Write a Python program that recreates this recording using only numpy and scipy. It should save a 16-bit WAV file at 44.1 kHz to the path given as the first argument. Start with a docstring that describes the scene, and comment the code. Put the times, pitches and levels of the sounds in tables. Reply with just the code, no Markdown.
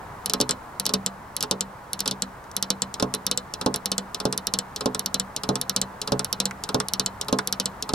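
"""A ventilator hums steadily in a kitchen. Almost at once, eight long fingernails start to drum on a
glass pane close by, four to a roll: each impact clicks, echoes from the frame and rings the glass briefly.
For two seconds the hands overlap, then they alternate, and now and then a lifted nail brushes the glass.
One finger also lands with its pad and thumps the pane, harder from about 3 s on.
The pane clacks dully in its frame, once near 3 s and three times towards the end."""
import sys
import numpy as np
from scipy import signal
from scipy.fft import rfft, irfft, next_fast_len
from scipy.io import wavfile

SR = 44100
rng = np.random.default_rng(int(sys.argv[2]) if len(sys.argv) > 2 else 0)


def inscribe(sig):
    """Save sig as 16-bit PCM at rate SR to the path in sys.argv[1].

    A 1-D sig is mono; a 2-D sig holds one channel per row.
    Samples are clipped to [-1, 1] before scaling.
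    """
    pcm = np.round(np.clip(np.atleast_2d(sig).T, -1, 1) * 32767)
    wavfile.write(sys.argv[1], SR, pcm.astype(np.int16))


N = 350154
TAP_SAMPLES = 12288
AGE_S = np.arange(TAP_SAMPLES) / SR
TAP_HZ = np.fft.rfftfreq(TAP_SAMPLES, 1 / SR)
LEFT, RIGHT = 0, 1
PER_HAND, HEAVY_FINGER = 4, 2


def amp(db):
    """Amplitude ratio: tenfold for every 20 dB."""
    return 10 ** (np.asarray(db) / 20)


def at_time(curve, time_s):
    """Linear interpolation in time."""
    return np.interp(time_s, *np.transpose(curve))


def at_hz(curve, hz):
    """Interpolation on a logarithmic frequency axis."""
    knots_hz, values = np.transpose(curve)
    return np.interp(np.log(hz + 1), np.log(knots_hz + 1), values)


def add(out, start_s, sound):
    """Superposition: a stereo sound adds to the mix from start_s on."""
    part = out[:, round(start_s * SR):][:, :TAP_SAMPLES]
    part += sound[:, :part.shape[1]]


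def unit_energy(x):
    """Normalisation to a mean energy of 1 per channel."""
    return x / np.sqrt(np.sum(x ** 2, axis=(-2, -1), keepdims=True) / 2)


def low_pass(hz, edge_hz, order):
    """Butterworth gain: 6 dB per octave and order above the edge."""
    return 1 / np.sqrt(1 + (hz / edge_hz) ** (2 * order))


def minimum_phase(gain):
    """Causality: the response of this gain whose energy arrives earliest."""
    cepstrum = irfft(np.log(np.maximum(gain, 1e-6)))
    cepstrum[1:TAP_SAMPLES // 2] *= 2
    cepstrum[TAP_SAMPLES // 2 + 1:] = 0
    return np.exp(rfft(cepstrum))


def panned(db):
    """Level difference: gains that put left db above right."""
    return amp(np.array([db, -db]) / 2)


def correlate(pair, coherence, hz):
    """Partial coherence: two independent spectra mix as mid and side."""
    angle = np.arccos(np.clip(at_hz(coherence, hz), -1, 1)) / 2
    mid, side = pair[..., 0, :] * np.cos(angle), pair[..., 1, :] * np.sin(angle)
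    return np.stack([mid + side, mid - side], axis=-2)


# spectrum of the ventilator: frequency_hz, gain_db
HUM_SPECTRUM = [(25, -10), (50, -0.5), (130, -0.5), (300, -7.5), (620, -4.5), (950, 0.5), (1400, -6),
                (1900, -12), (2500, -21), (3300, -25.5), (8000, -30), (15000, -35.5)]
# its likeness in left and right: frequency_hz, coherence
HUM_COHERENCE = [(40, 1), (130, 1), (950, 0.57), (4000, 0.51)]
# its slow drift: time_s, level_db
HUM_LEVEL = [(0, -39.5), (1.5, -42), (7.9, -40)]
def ventilator_hum():
    """Broadband ventilation noise, strongest and most coherent at low frequencies."""
    size = next_fast_len(N)
    hz = np.fft.rfftfreq(size, 1 / SR)
    noise = correlate(rfft(rng.standard_normal((2, size))), HUM_COHERENCE, hz)
    air = irfft(noise * amp(at_hz(HUM_SPECTRUM, hz)), size)[:, :N]
    return air / air.std() * amp(at_time(HUM_LEVEL, np.arange(N) / SR))


# damping of glass and frame: frequency_hz, t60_s
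DAMPING = [(200, .2), (1000, 0.13), (3500, 0.053), (10000, 0.048)]
# likeness of the ringing in left and right: frequency_hz, coherence (capped at 1)
RING_COHERENCE = [(150, 1.3), (300, 1.1), (500, 0.7), (1000, 0.27), (4000, 0.82), (10000, 0.67)]
# balance of the ringing: frequency_hz, left_minus_right_db
RING_BALANCE = [(170, 1), (300, -3), (500, -4), (1300, -3.5), (3000, -0.2)]
def dense_modes(count, fresh_share):
    """Modal overlap: crowded modes merge into decaying noise; one spectrum per impact."""
    repeated = np.sqrt(1 - fresh_share) * rng.standard_normal((2, TAP_SAMPLES))  # hits near one spot
    fresh = np.sqrt(fresh_share) * rng.standard_normal((count, 2, TAP_SAMPLES))
    hz, age_s, bands = signal.stft(repeated + fresh, SR, nperseg=128)
    decay = amp(-60 * age_s / at_hz(DAMPING, hz)[:, None])
    tails = signal.istft(bands * decay, SR, nperseg=128)[1][..., :TAP_SAMPLES]
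    return correlate(rfft(tails), RING_COHERENCE, TAP_HZ) * panned(at_hz(RING_BALANCE, TAP_HZ))


# knocks of the pane in its frame: start_s, level_db, centre_hz
CLACKS = [(3.139, -15, 1320), (6.510, -6, 1750), (6.802, 0, 1220), (7.389, 4, 1340)]
def frame_clacks(log_width=0.42, t60_s=0.074):
    """Damped vibration: the pane knocks in its frame, and one band of modes dies away fast."""
    out = np.zeros((2, N))
    decay = amp(-60 * AGE_S / t60_s)
    for (start_s, level_db, centre_hz), modes in zip(CLACKS, dense_modes(len(CLACKS), fresh_share=1)):
        band = minimum_phase(1 / (1 + (np.log((TAP_HZ + 1) / centre_hz) / log_width) ** 4))
        add(out, start_s, amp(level_db) * unit_energy(irfft(modes * band) * decay))
    return out


def nail_colour(nail_hz, peak_db, edge_hz, log_width=0.083):
    """Resonance: a nail has one broad peak and a treble edge."""
    peak = np.exp(-.5 * (np.log((TAP_HZ + 1) / nail_hz) / log_width) ** 2)
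    return amp(peak_db * peak) * low_pass(TAP_HZ, edge_hz, order=5)


# spectrum of a nail's contact: frequency_hz, gain_db
CLICK_SPECTRUM = [(100, -31), (900, -10), (2200, -19), (4500, -1), (5700, 2), (9000, -3.5), (12000, -0.5),
                  (14000, -8), (16000, -9)]
def nail_click(nail_hz, peak_db, edge_hz, scatter_db=-5, scatter_t60_s=.014):
    """Impulse response: one hard contact, then brief scattering between hand and glass."""
    detune = np.exp(0.021 * rng.standard_normal(2))  # the nail lands a little differently each time
    nail = nail_colour(nail_hz * detune[0], peak_db, edge_hz * detune[1])
    colour = minimum_phase(amp(at_hz(CLICK_SPECTRUM, TAP_HZ)) * nail)
    tail = unit_energy(rng.standard_normal((2, TAP_SAMPLES)) * amp(-60 * AGE_S / scatter_t60_s))
    scatter = amp(scatter_db) * correlate(rfft(tail), RING_COHERENCE, TAP_HZ)
    return unit_energy(irfft(colour * (1 + scatter)))


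# a lifted nail brushes the glass: start_s, relative_level_db
GRAZES = [(2.441, -51), (2.515, -38.5), (6.51, -35.5), (7.247, -48)]
def nail_grazes(gain_db=22):
    """Grazing contact: with no weight behind it, a nail only ticks faintly."""
    out = np.zeros((2, N))
    for start_s, level_db in GRAZES:
        tick = nail_click(nail_hz=6000, peak_db=2, edge_hz=10000, scatter_db=1, scatter_t60_s=0.02)
        add(out, start_s, amp(level_db + gain_db) * tick)
    return out


def frame_echo(delay_s=0.0021, spread_s=0.00068, centre_hz=4300):
    """Reflection: a bending wave returns from the frame as a short packet."""
    phase = rng.uniform(0, 2 * np.pi) + .5 * rng.standard_normal((2, 1))
    pitch_hz = centre_hz * np.exp(0.069 * rng.standard_normal())
    packet = np.exp(-.5 * ((AGE_S - delay_s) / spread_s) ** 2)
    return unit_energy(packet * np.sin(2 * np.pi * pitch_hz * AGE_S + phase))


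# distinct modes of the pane: pitch_hz, left_hand_db, right_hand_db, t60_s
PANE_MODES = [(132.3, -24, -25.5, 0.35), (193.5, -19.5, -11.5, 0.31), (253, -18.5, -23, 0.27),
              (306.5, -19.5, -26.5, 0.15), (381.4, -24.5, -38, 0.12), (427, -12.5, -25, 0.15),
              (495, -17, -15.5, .11), (568, -23.5, -36, 0.23), (697.4, -29.5, -28.5, 0.32),
              (862, -16.5, -27, 0.11), (1062, -17.5, -25, 0.17), (1274, -13.5, -18.5, 0.075),
              (1409, -10, -17.5, 0.051), (3030, -28, -15, 0.071), (3395, -13, -13.5, 0.05),
              (3670, -11.5, -10.5, 0.057), (4050, -11.5, -7.5, 0.069), (4400, -18, -11, 0.058),
              (5370, -1, -15, 0.023), (5740, -16.5, -10, 0.037)]
def pane_modes(count, hand, soft_hz, split_hz=2000, vary_db=2):
    """Normal modes: the finger's weight drives the low ones, its nail the high ones."""
    hz, left_db, right_db, t60_s = np.transpose(PANE_MODES)
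    weight_drive = (hz < split_hz) * low_pass(hz, soft_hz, order=3)
    nail_drive = hz >= split_hz
    strength = amp((left_db, right_db)[hand] + vary_db * rng.standard_normal((count, 1, len(hz))))
    # short bending waves reach left and right out of step
    skew = np.arccos(np.clip(at_hz(RING_COHERENCE, hz), -1, 1)) / 2 * rng.choice([-1, 1], len(hz))
    phase = rng.uniform(0, 2 * np.pi, len(hz)) + np.array([skew, -skew])
    waves = np.exp(2j * np.pi * hz[:, None] * AGE_S) * amp(-60 * AGE_S / t60_s[:, None])
    build_up = 1 - np.exp(-AGE_S / 0.00043)
    struck = strength * panned(at_hz(RING_BALANCE, hz)) * np.exp(1j * phase)
    return np.array([((struck * drive) @ waves).imag * build_up for drive in (weight_drive, nail_drive)])


# bright ring of the glass: frequency_hz, gain_db
GLASS_SPECTRUM = [(1500, -33.5), (2300, -11), (3100, -3.5), (4200, -4), (5600, 1), (6500, -9), (11000, -15),
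                  (15000, -25)]
# low body of the pane: frequency_hz, gain_db
BODY_SPECTRUM = [(30, -21), (70, -13), (150, -3.5), (300, -5.5), (480, 1), (750, -4.5), (1300, 2),
                 (1900, -2.5), (3000, -26.5)]
# touch of each finger, left hand then right, in rolling order; levels are relative:
# strength_db, nail_hz, peak_db, edge_hz, ring_db, body_db, soft_hz, pan_db
FINGERS = [(-23, 6900, 4.5, 11000, 0.5, -4, 970, 1.5), (-26.5, 6000, -4, 10000, 5, 8.5, 1470, 1),
           (-22, 6150, 2, 10400, 3.5, 14.5, 810, 1.5), (-19.5, 8600, 8, 9300, -1, 1.5, 8700, 1),
           (-19.5, 10400, 9, 12000, -5.5, -7, 3000, -0.5), (-16, 5470, 5, 12500, -3, -5, 2300, -1),
           (-15.5, 9300, 2.5, 10000, 0, -0.5, 1400, 0.5), (-16, 7550, 11.5, 10500, -3, -3, 2100, 1.5)]
def finger_taps(finger, count, click_gain_db=20, echo_gain_db=13, glass_gain_db=16,
                body_gain_db=11, modes_gain_db=-1):
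    """Impact excitation: hard contact gives a tap's bright part, soft contact its low-passed thump."""
    strength_db, nail_hz, peak_db, edge_hz, ring_db, body_db, soft_hz, pan_db = FINGERS[finger]
    clicks = np.array([amp(click_gain_db) * nail_click(nail_hz, peak_db, edge_hz)
                       + amp(echo_gain_db + ring_db) * frame_echo() for _ in range(count)])
    modes = dense_modes(count, fresh_share=0.66)
    glass_colour = amp(at_hz(GLASS_SPECTRUM, TAP_HZ)) * nail_colour(nail_hz, peak_db, edge_hz)
    body_colour = amp(at_hz(BODY_SPECTRUM, TAP_HZ)) * low_pass(TAP_HZ, soft_hz, order=3)
    glass = amp(glass_gain_db + ring_db) * unit_energy(irfft(modes * minimum_phase(glass_colour)))
    body = amp(body_gain_db) * unit_energy(irfft(modes * minimum_phase(body_colour)))
    low_modes, high_modes = amp(modes_gain_db) * pane_modes(count, finger // PER_HAND, soft_hz)
    bright = (clicks + glass) * panned(pan_db)[:, None] + amp(ring_db) * high_modes
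    thump = amp(body_db) * (body + low_modes)
    return amp(strength_db) * bright, amp(strength_db) * thump


# rolls of three or four fingers: start_s, hand, accent_db, waits_s (from finger to finger)
ROLLS = [(0.2599, RIGHT, 1.5, (.0761, .0764, .097)), (0.2975, LEFT, 1, (.0385, .0663, .0905)),
         (0.7986, RIGHT, 2, (.0663, .0745, .1231)), (0.855, LEFT, .5, (.0379, .0445)),
         (1.3662, RIGHT, .5, (.0606, .0848, .0969)), (1.4076, LEFT, .5, (.0277, .0773)),
         (1.9324, RIGHT, 1, (.0726, .0725, .144)), (1.9924, LEFT, -4, (.0664, .0529)),
         (2.5661, RIGHT, 3, (.0603, .0772, .1164)), (2.9412, LEFT, -2.5, (.0575, .0267, .1142)),
         (3.1484, RIGHT, -2, (.1178, .0473, .0618)), (3.5384, LEFT, -1, (.0745, .049, .08)),
         (3.7604, RIGHT, -1.5, (.0976, .0595, .0635)), (4.146, LEFT, 1, (.0559, .0516, .0729)),
         (4.3774, RIGHT, 2.5, (.0926, .0682, .0503)), (4.762, LEFT, -.5, (.0467, .0497, .0892)),
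         (4.9944, RIGHT, 1.5, (.0664, .0828, .0544)), (5.364, LEFT, 2.5, (.071, .0551, .0657)),
         (5.6142, RIGHT, 2, (.0814, .0677, .0522)), (6.0165, LEFT, .5, (.0589, .0454, .0732)),
         (6.2462, RIGHT, -.5, (.0816, .0742, .0535)), (6.6378, LEFT, -.5, (.0526, .0546, .0565)),
         (6.8851, RIGHT, -2.5, (.0507, .0609, .0648)), (7.2131, LEFT, 1.5, (.0711, .0428, .0606)),
         (7.474, RIGHT, 2, (.052, .0735, .058)), (7.825, LEFT, 1, (.0671, .0439))]
# how hard both hands play: time_s, gain_db
EFFORT = [(.4, 1.5), (1.6, -0.5), (2.2, -0.5), (2.7, .7), (3.9, -0.5), (5, -0.97), (5.8, 0.44), (6.4, .5),
          (7.6, -0.56)]
def landings():
    """Impulse train: each roll drops one hand's fingers in turn and accents the first."""
    for start_s, hand, accent_db, waits_s in ROLLS:
        for turn, time_s in enumerate(start_s + np.cumsum([0, *waits_s])):
            level_db = at_time(EFFORT, time_s) + (accent_db if turn == 0 else 0)
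            yield time_s, PER_HAND * hand + turn, level_db


# how heavily the thumping finger's pad follows its nail: time_s, gain_db
PAD_WEIGHT = [(.4, -1.5), (.95, -7.5), (1.5, -2), (2.1, -12.5), (3, 2.5), (7.3, 3.5)]
def drumming(uneven_db=0.36):
    """Linear response: each finger's own sound scales with its force, the heavy thump with its pad."""
    out = np.zeros((2, N))
    for finger in range(len(FINGERS)):
        taps = [(time_s, level_db) for time_s, who, level_db in landings() if who == finger]
        for (time_s, level_db), bright, thump in zip(taps, *finger_taps(finger, len(taps))):
            pad_db = at_time(PAD_WEIGHT, time_s) if finger == HEAVY_FINGER else 0
            force = amp(level_db + uneven_db * rng.standard_normal())
            add(out, time_s, force * (bright + amp(pad_db) * thump))
    return out


def scene():
    """Superposition: the pressures of fingers, pane and ventilator add."""
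    return drumming() + nail_grazes() + frame_clacks() + ventilator_hum()


# phase of the left microphone port ahead of the right: frequency_hz, lead_rad
PORT_LEAD = [(0, -0.78), (430, -0.065), (690, -0.57), (1290, 0.9), (4570, 0.67), (6720, 1.38), (7670, 0.85),
             (9910, 0.33), (16600, -0.13)]
def record(dry):
    """Phase difference: two ports hear the sound out of step, clipped at full scale and band-limited."""
    size = next_fast_len(N + TAP_SAMPLES)
    hz = np.fft.rfftfreq(size, 1 / SR)
    lead = np.exp(.5j * at_hz(PORT_LEAD, hz) * np.array([[1], [-1]]))
    spectrum = rfft(np.clip(dry, -1, 1), size)
    return irfft(spectrum * lead * low_pass(hz, edge_hz=16000, order=90), size)[:, :N]


dry = scene()
out = record(dry)
inscribe(out)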